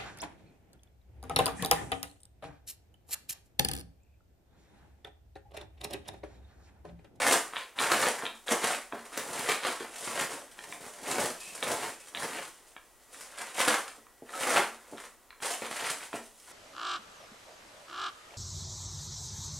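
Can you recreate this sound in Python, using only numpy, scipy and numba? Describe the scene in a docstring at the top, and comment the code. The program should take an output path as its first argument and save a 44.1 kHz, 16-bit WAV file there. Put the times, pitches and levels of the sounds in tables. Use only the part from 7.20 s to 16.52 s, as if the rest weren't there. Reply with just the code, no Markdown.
"""Dry bread grinds and hisses in a cloth bag as a wooden rolling pin leans on it, on a kitchen table.
Filtered bursts of tiny fractures make the crumbs; runs of damped sines make the snapping crusts.
Resonant modes make the clicking pin handles, the bumped table top and a glassy tinkle;
narrow noise makes a faint squeak. A small hard room, built from decaying noise, rings on
over a faint hiss and a thin whine, all heard through a phone close by."""
import sys
import numpy as np
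from scipy import signal
from scipy.fft import rfft, irfft
from scipy.io import wavfile
from scipy.ndimage import uniform_filter1d
from numba import njit

SR = 44100
rng = np.random.default_rng(int(sys.argv[2]) if len(sys.argv) > 2 else 0)


def pcm_store(signal):
    """Save signal as 16-bit PCM."""
    levels = np.round(np.clip(np.atleast_2d(signal), -1, 1) * 32767)
    wavfile.write(sys.argv[1], SR, levels.astype(np.int16).T)


N = 411012
T = np.arange(N) / SR

# pushes of the pin, before layer trims: full_force_s, grind_db, swell_per_20db_s (limited in effort),
# held_s, hiss_above_grind_db, fineness_db_per_octave
PUSHES = [(0.1, -26.5, .2, 0.036, -6.5, -1), (0.362, -42.5, .1, 0.016, -8, 2),
          (0.611, -29, 0.05, 0.038, -8, -1.5), (0.725, -31, .1, 0.04, -6.5, -2),
          (0.82, -32, .12, 0.06, -6.5, -1), (1.05, -42.5, 0.6, 0.0022, -12, -1.5),
          (1.285, -38, .022, .01, -3, 0), (1.318, -28, .045, .005, -11, -5),
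          (1.444, -34, 0.1, 0.071, -5, 1.5), (1.728, -42.5, .015, .015, -16, -2.5),
          (1.98, -43, 0.15, 0.018, -4.5, -0.5), (2.06, -48, 0.2, 0.048, -2.5, -2.5),
          (2.19, -41, 0.3, 0.012, -4, -1.5), (2.292, -36, 0.15, 0.03, -6, 0),
          (2.45, -32.5, 0.05, 0.021, -7, 1.5), (2.62, -46.5, 0.2, 0.032, -7, -0.5),
          (2.88, -44, 0.2, 0.016, 2, -3.5), (2.99, -38, 0.3, .04, -9, -0.5),
          (3.129, -43.5, 0.2, 0.041, -6.5, -3), (3.44, -58, 0.3, .05, -3.5, -1),
          (3.53, -55.5, 0.16, 0.017, -1.5, -8.5), (3.654, -47, 0.1, 0, -2, -2),
          (3.88, -39.5, .05, .015, -1, 2), (3.998, -35, 0.23, 0.055, -4.5, -2.5),
          (4.45, -37, .045, .075, -5, -5.5), (4.634, -40.5, 0.54, 0.023, -2.5, 0),
          (5.028, -37, 0.1, 0.019, -4, -3), (5.184, -42, 0.25, 0.0027, -4.5, 2),
          (5.95, -48.5, 0.07, 0.015, 1, -2.5), (6.03, -56, 0.25, 0.02, 0.5, -0.5),
          (6.22, -44.5, .08, .005, -4.5, -2), (6.285, -50, 0.5, 0.014, -5, 0.5),
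          (6.394, -34, 0.07, .03, -4, -0.5), (6.5, -24, .07, 0.018, -10.5, -1.5),
          (6.66, -52, .2, .04, -3.5, 0.5), (7.15, -56, 0.1, .04, 1, -1), (7.29, -31, 0.2, 0.055, -6, -2),
          (7.361, -25.5, 0.05, 0.018, -12.5, -1), (7.74, -57, .1, 0.049, -14, -7.5),
          (7.82, -53, 0.3, 0.02, -3.5, -1.5), (8.225, -40, .02, .1, -1, -0.5), (8.43, -40.5, 0, 0, -4.5, 2),
          (8.66, -41.5, 0.36, 0.044, -1.5, 3), (8.81, -48, 0, 0.0048, -1, 2.5),
          (8.935, -43, .015, .015, -10, -1.5), (9.315, -55, .1, .01, -2, 1.5)]
# bag shifting and settling between pushes: time_s, grind_db, hiss_above_grind_db
SETTLING = [(0., -66, 5), (0.55, -88, -1.5), (0.95, -58, 3), (1.24, -85, 11), (1.86, -69.5, 1.5),
            (2.3, -62, 0), (2.76, -67.5, 8.5), (3.28, -68.5, 1), (4.201, -62, 8), (5.42, -68.5, 2.5),
            (5.75, -84.5, 7.5), (6.3, -64, -1), (6.96, -80, 2), (7.55, -63, 0), (8.05, -80, -8),
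            (8.6, -60, 1), (9.11, -76.5, 13.5), (9.32, -69.5, 9)]
SETTLING_FINE_DB_PER_OCT = 0
FADE_DB_PER_S, CRUMB_FADE_DB_PER_S = 250, 194  # once a push is let go
BITE_DB, BITE_STEEPER = 20, 3.9  # the swell sets in abruptly this far under full force
# grinding spectrum: freq_hz, relative_density_db
GRIND_SPECTRUM = [(88, -32.5), (150, -30), (226, -9.5), (384, -10.5), (492, 0), (605, -1.5), (1550, 0),
                  (2010, -0.5), (5000, -13), (6500, -45), (11000, -120)]
# crumb hiss spectrum: freq_hz, relative_density_db
HISS_SPECTRUM = [(1760, -22.5), (3000, -7.5), (4260, -10), (9480, -4.5), (15600, -29)]
# table top rings more where the pin works far from its legs: time_s, above_grind_db
TABLE_RING = [(0., -11), (1.5, -15), (2.2, -5), (2.5, -17.5), (3.6, -3.5), (4.5, -5), (5.2, -6), (6.4, -19),
              (7.4, -14.5), (8.5, -11.5), (9.3, -9.5)]
# table top modes: freq_hz, level_db, t60_s
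TABLE_MODES = [(118, -20, 0.14), (230, -23, 0.44), (290, -16.5, 0.064), (370, -12.5, 0.04),
               (436.5, -10, 0.041), (576, -11, 0.028), (692, -14.5, 0.046), (851, -13.5, 0.026)]
# the whole table giving under the weight: freq_hz, relative_density_db
THUD_SPECTRUM = [(40, -6.5), (75, 8), (130, -1), (260, -8.5), (500, -30.5)]
THUD_ABOVE_RING_DB = 2
# crusts that snap: start_s, level_db, crisp_treble_db, run_ms
SNAPS = [(0.043, -26, -6, 12), (0.614, -23, -16, 20), (0.718, -12, 0, 6), (0.746, -18, -6, 16),
         (0.804, -21, -3, 4), (0.828, -16, -3, 22), (0.867, -16, -8, 7), (1.317, -18, -24, 16),
         (1.434, -22, -13, 10), (1.504, -18, -25.5, 16), (1.975, -25, 8.5, 5), (2.288, -18, 2, 16),
         (2.325, -24, -14, 16), (2.449, -19, -12, 9), (2.483, -20, -9.5, 16), (2.52, -26, -14, 16),
         (2.605, -27, -16, 20), (2.645, -30, -12, 16), (2.875, -24, -7, 8), (2.975, -21, -9, 10),
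         (3.885, -28, -11, 10), (3.982, -17, -8, 14), (4.469, -21, -9, 22), (4.503, -19.5, -13, 22),
         (4.63, -21, -18.5, 14), (5.046, -26, -19, 14), (5.186, -27, -7, 10), (6.381, -24, -6, 8),
         (6.397, -20, 3, 10), (6.474, -21, -13, 14), (7.155, -44, 8, 8), (7.208, -36, 2, 6),
         (7.228, -29, -21, 8), (7.269, -23, -16, 8), (7.286, -25, -7, 12), (7.37, -10.5, -14.5, 7),
         (7.381, -14, -18, 20), (8.245, -31, -8, 10), (8.305, -30, -4, 34), (8.42, -26, -8, 12),
         (8.511, -25.5, -9, 10), (8.624, -25.5, -16, 12)]
SNAP_CLOTH_DB_PER_OCT = 4.5
# pin clicking on its handles: start_s, level_db, strongest_ring_hz
CLICKS = [(0.335, -25, 1100), (0.3597, -20, 3000), (0.3667, -17, 2400), (0.5883, -15, 3530),
          (1.0228, -23.5, 1228), (1.0544, -22, 3000), (1.0642, -16, 3300), (1.282, -18, 3810),
          (1.724, -22, 1101), (3.39, -29.5, 2130), (3.5247, -23.5, 2300), (4.4269, -15, 3800),
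          (4.9483, -19.5, 3800), (4.9722, -21.5, 3880), (5.565, -31, 1680), (5.9453, -37, 2010),
          (6.867, -39, 1100), (7.0929, -35, 1860), (7.1366, -33, 2300), (7.774, -36, 3700),
          (7.7815, -33, 1700), (7.79, -37, 2350), (7.839, -34, 1300), (8.1055, -31, 3300),
          (8.128, -40, 1300), (8.203, -37, 1820), (8.9301, -21, 1130)]
# wooden pin modes: freq_hz, level_db, t60_s
PIN_MODES = [(1070, -5, 0.016), (1304, -10, 0.02), (1720, -8.5, 0.015), (1900, -10, 0.014),
             (2330, -10, 0.015), (2750, -13, 0.01), (3200, -11, 0.014), (3500, -9.5, 0.014),
             (3850, -9.5, 0.012)]
PIN_TOP_HZ = 4400  # the contact is too soft to reach higher
# pin bumping the table through the cloth: start_s, level_db, contact_ms
BUMPS = [(1.034, -26.5, 0.78), (1.265, -42, 0.98), (1.44, -21, 0.51), (1.732, -22, 0.3), (1.971, -29, 1),
         (2.606, -26.5, 0.99), (2.873, -27, 0.9), (3.979, -28, 0.9), (6.778, -39, 1), (7.022, -30, 1),
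         (7.397, -21, .3), (7.7235, -30, .3), (7.735, -27, 0.9), (8.42, -23.5, 0.78), (8.938, -20.5, 0.26)]
# faint breathy squeak: time_s, level_db
SQUEAK_SWELL = [(4.15, -75), (4.225, -52), (4.3, -56), (4.4, -78), (4.7, -85), (4.81, -60), (4.88, -80)]
SQUEAK_HZ, SQUEAK_WIDTH_HZ = 2550, 90
# something glassy jolted on the table: start_s, level_db
TINKLES = [(7.1366, -35), (7.153, -35)]
TINKLE_HZ, TINKLE_T60_S = 1303, 0.13
ROOM_T60_S, ROOM_TOP_T60_S = .34, .32
ROOM_LOW_HZ, ROOM_SPLIT_HZ = 270, 3000
ROOM_DB, PIN_ROOM_DB = -0.43, -1
# side signal against mid, at the two ports: freq_hz, gain_db
PORTS = [(60, 2.5), (110, -12), (200, -14), (380, -22), (700, -19), (1290, -23.5), (2380, -22),
         (4400, -9.5), (8120, -3.5), (15000, -0.5)]
# the right port is the more open one: freq_hz, gain_db
RIGHT_TREBLE = [(6000, 0.), (14000, 1.5)]
# background hiss spectrum: freq_hz, relative_density_db
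AIR_SPECTRUM = [(12, -31), (20, 8), (171, -8.5), (333, 1), (1130, -1.5), (1930, -8), (4200, -13),
                (9170, -10), (15600, -15)]
AIR_DB = -62
WHINE_HZ, WHINE_DB = 1934, -72  # level before its wavering
LOW_CUT_HZ, TOP_HZ = 180, 15750


def undb(db):
    """Amplitude ratio of a level in dB."""
    return 10 ** (np.asarray(db) / 20)


def unit(x):
    """Scale to an RMS of one."""
    return x / np.sqrt(np.mean(x ** 2))


def colour(x, points):
    """Causal filter through (Hz, dB) points, built from the cepstrum of the log gain."""
    hz, db = np.transpose(points)
    size = 2 ** 13
    grid_hz = np.maximum(np.arange(size // 2 + 1), 1) * SR / size
    gain_db = np.interp(np.log(grid_hz), np.log(np.maximum(hz, 1)), db)
    ceps = irfft(np.log(undb(gain_db)))
    # fold onto positive time: minimum phase
    ceps[1:size // 2] *= 2
    ceps[size // 2 + 1:] = 0
    impulse = irfft(np.exp(rfft(ceps)))[:size // 2]
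    return signal.fftconvolve(x, impulse)[:N]


@njit
def grains(count, at, hz, t60, size):
    """Each grain is a damped sine that starts at once and stops after its t60."""
    out = np.zeros(count)
    for k in range(len(at)):
        p = np.exp((2j * np.pi * hz[k] - np.log(1000) / t60[k]) / SR)
        z = size[k] + 0j
        for i in range(int(at[k] * SR), min(count, int((at[k] + t60[k]) * SR))):
            out[i] += z.imag
            z *= p
    return out


def crackle(scatter_db, count):
    """Tiny fractures: impulses at random moments, of uneven size and either sign."""
    at, size, sign = rng.random((count, 3)).T
    out = np.zeros(N)
    np.add.at(out, (at * N).astype(int), np.sign(sign - .5) * undb(scatter_db * size))
    return unit(out)


def flutter(rate_hz, depth_db):
    """Gain that steps, slightly smoothed, to a new random level rate_hz times a second."""
    hold = int(SR / rate_hz)
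    steps = np.repeat(rng.standard_normal(N // hold + 1), hold)
    return undb(depth_db * uniform_filter1d(steps, hold // 4)[:N])


def ring(events_s, gains, modes, detune):
    """Every blow rings all modes, with gains[blow, mode], either sign and shifted pitches."""
    hz, db, t60_s = np.transpose(modes)
    shift, sign = rng.standard_normal((2,) + gains.shape)
    at_s = np.repeat(events_s, len(hz))
    pitch_hz = hz * (1 + detune * shift)
    size = np.sign(sign) * gains * undb(db)
    return grains(N, at_s, pitch_hz.ravel(), np.tile(t60_s, len(events_s)), size.ravel())


def effort():
    """Grinding, hiss and fineness in dB: pushes swell, hold and fade over the settling bag."""
    t = T[::64]
    s, db, swell_s, held_s, hiss_db, fine_db = np.transpose(PUSHES)[:, :, None]
    rising_db = 20 * np.maximum(s - t, 0) / np.clip(swell_s, .01, .35)
    rising_db = rising_db + BITE_STEEPER * np.maximum(rising_db - BITE_DB, 0)
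    gone_s = np.maximum(t - s - np.maximum(held_s, 0), 0)
    push_power = undb(2 * (db - rising_db - FADE_DB_PER_S * gone_s))
    push_hiss = undb(2 * (db + hiss_db - rising_db - CRUMB_FADE_DB_PER_S * gone_s))

    calm_s, calm_db, calm_hiss_db = np.transpose(SETTLING)
    calm_power = undb(2 * np.interp(t, calm_s, calm_db))
    calm_hiss = undb(2 * np.interp(t, calm_s, calm_db + calm_hiss_db))

    grind = push_power.sum(axis=0) + calm_power
    hiss = push_hiss.sum(axis=0) + calm_hiss
    # fineness averaged by power
    fine = ((push_power * fine_db).sum(axis=0) + calm_power * SETTLING_FINE_DB_PER_OCT) / grind
    return [np.interp(T, t, c) for c in (10 * np.log10(grind), 10 * np.log10(hiss), fine)]


def fragments(fine_db, count):
    """Each fragment that breaks rings a few cycles at its own pitch; fineness tilts their levels."""
    at, octave, size, sign = rng.random((count, 4)).T
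    at_s = at * T[-1]
    octave = 5 * octave - 2.3
    hz = 1000 * 2 ** octave
    db = 11.5 * size ** 3 + np.interp(at_s, T, fine_db) * octave
    strike = np.sign(sign - .5) * hz
    even = grains(N, at_s, hz, 7. / hz, strike)  # level reference without the tilt
    return grains(N, at_s, hz, 6.9 / hz, strike * undb(db)) / np.std(even)


def spurts(kick_db, fade_s, count):
    """Gain that leaps whenever a cluster of crumbs gives way, then dies back."""
    at, size = rng.random((count, 2)).T
    kicks = np.zeros(N)
    np.add.at(kicks, (at * N).astype(int), undb(kick_db) * size ** 2)
    keep = np.exp(-1 / (fade_s * SR))
    return 1 + signal.lfilter([1], [1, -keep], uniform_filter1d(kicks, 90))


def table_top(load):
    """Steady load rings the modes of the table; a mode that lasts t60 s is 2.2 / t60 Hz wide."""
    out = 0
    for hz, db, t60_s in TABLE_MODES:
        resonator = signal.iirpeak(hz, hz * t60_s / 2.2, fs=SR)
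        out = out + undb(db) * np.sqrt(t60_s) * signal.lfilter(*resonator, load)
    return out


def crush():
    """Bread breaks up under the pin in bursts; fine crumbs hiss; the table top rings with the load."""
    grind_db, hiss_db, fine_db = effort()
    table_db = grind_db + np.interp(T, *np.transpose(TABLE_RING))
    bursts = flutter(40., 2.) * spurts(6., .006, count=700)
    grind = unit(colour(fragments(fine_db, count=14000), GRIND_SPECTRUM) * bursts)
    hiss = unit(colour(crackle(21.5, count=80000), HISS_SPECTRUM) * bursts ** 1.21)
    load = crackle(4.4, count=9000)
    top = table_top(load * undb(table_db + 2.0)) / np.std(table_top(load))
    thud = unit(colour(crackle(23.4, count=1500), THUD_SPECTRUM) * bursts)
    bread = undb(grind_db + 0.75) * grind + undb(hiss_db + 2.0) * hiss
    return bread + top + undb(table_db + THUD_ABOVE_RING_DB) * thud


def snaps():
    """A crust gives way in a quick fading run of cracks, each a few cycles long; crisp ones reach higher."""
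    cracks = 40
    s, db, crisp_db, run_ms = np.transpose(SNAPS)[:, :, None]
    lag, spread, size = np.moveaxis(rng.random((len(SNAPS), cracks, 3)), 2, 0)
    lag = lag ** 1.5  # share of the run
    octave = (np.arange(cracks) + spread) / 8
    hz = 420 * 2 ** octave
    # the cloth holds back cracks below 1.7 kHz
    crisp = crisp_db * np.clip((octave - 2) / 2, 0, 1)
    cloth_db = SNAP_CLOTH_DB_PER_OCT * np.maximum(2 - octave, 0)
    gain = undb(db + crisp - cloth_db - 8 * lag - 6 * size) * (-1.) ** np.arange(cracks)
    at_s = s + lag * run_ms / 1000
    return grains(N, at_s.ravel(), hz.ravel(), (6. / hz).ravel(), gain.ravel())


def clicks():
    """Wood on wood: modes near the pitch of the click are driven hardest."""
    s, db, hz = np.transpose(CLICKS)
    octaves = np.abs(np.log2(np.array(PIN_MODES)[:, 0] / hz[:, None]))
    mode_db = db[:, None] - 7. * octaves + 2 * rng.standard_normal(octaves.shape)
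    rung = ring(s, undb(mode_db), PIN_MODES, detune=.025)
    return signal.sosfilt(signal.butter(6, PIN_TOP_HZ, fs=SR, output="sos"), rung)


def bumps():
    """Blows ring the table top; a longer contact weakens its higher modes."""
    s, db, ms = np.transpose(BUMPS)
    soft = 1 / (1 + (np.array(TABLE_MODES)[:, 0] * ms[:, None] / 1000) ** 2)
    return ring(s, undb(db[:, None]) * soft, TABLE_MODES, detune=.013)


def squeak():
    """Noise in one narrow resonance, swelling and fading."""
    s, db = np.transpose(SQUEAK_SWELL)
    resonator = signal.iirpeak(SQUEAK_HZ, SQUEAK_HZ / SQUEAK_WIDTH_HZ, fs=SR)
    band = signal.lfilter(*resonator, rng.standard_normal(N))
    return unit(band) * undb(np.interp(T, s, db, left=-120, right=-120))


def tinkles():
    """One clear glassy mode, a damped sine at each jolt."""
    s, db = np.transpose(TINKLES)
    return grains(N, s, TINKLE_HZ + 0 * s, TINKLE_T60_S + 0 * s, undb(db))


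def walls():
    """Decaying noise: the answer of the room to one spot; the treble dies sooner."""
    t = T[:SR // 2]
    low_band = signal.butter(2, [ROOM_LOW_HZ, ROOM_SPLIT_HZ], "band", fs=SR, output="sos")
    top_band = signal.butter(2, ROOM_SPLIT_HZ, "high", fs=SR, output="sos")
    low = signal.sosfilt(low_band, rng.standard_normal(len(t)))
    top = signal.sosfilt(top_band, rng.standard_normal(len(t)))
    tail = low * 1000. ** (-t / ROOM_T60_S) + top * 1000. ** (-t / ROOM_TOP_T60_S)
    tail = tail * np.minimum(t / .003, 1)  # 3 ms onset
    return tail / np.sqrt(np.sum(1000. ** (-2 * t / ROOM_T60_S)))


def room(dry, count=10):
    """The bread breaks at shifting spots, so the sound cycles through several answers of the walls."""
    spot = T / .04 % count  # 40 ms per spot
    out = 0
    for k in range(count):
        away = np.minimum(np.abs(spot - k), count - np.abs(spot - k))
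        share = np.cos(np.pi / 2 * np.minimum(away, 1))
        out = out + signal.oaconvolve(dry * share, walls())[:N]
    return undb(ROOM_DB) * out


def air():
    """Faint hiss of coloured noise and a thin whine, a sine of wavering level."""
    whine = flutter(4., 4.) * np.sin(2 * np.pi * WHINE_HZ * T)
    hiss = unit(colour(rng.standard_normal(N), AIR_SPECTRUM))
    return undb(AIR_DB) * hiss + undb(WHINE_DB) * whine


def scene():
    """Direct sound reaches both ports alike; room reflections differ between them."""
    bag = crush() + snaps() + bumps() + squeak()
    pin = clicks() + tinkles()
    sent = bag + undb(PIN_ROOM_DB) * pin
    mid = bag + pin + room(sent)
    # the ports sit close: reflections differ most in the treble
    side = colour(room(sent), PORTS)
    return np.array([mid + side, colour(mid - side, RIGHT_TREBLE)])


def record(dry):
    """The phone thins the bass, adds its own hiss and whine, and cuts the top steeply."""
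    thin = signal.sosfilt(signal.butter(3, LOW_CUT_HZ, "high", fs=SR, output="sos"), dry)
    hiss = air() + colour(air(), PORTS) * np.array([[1], [-1]])
    return signal.sosfilt(signal.ellip(10, .2, 80, TOP_HZ, fs=SR, output="sos"), thin + hiss)


dry = scene()
out = record(dry)
pcm_store(out)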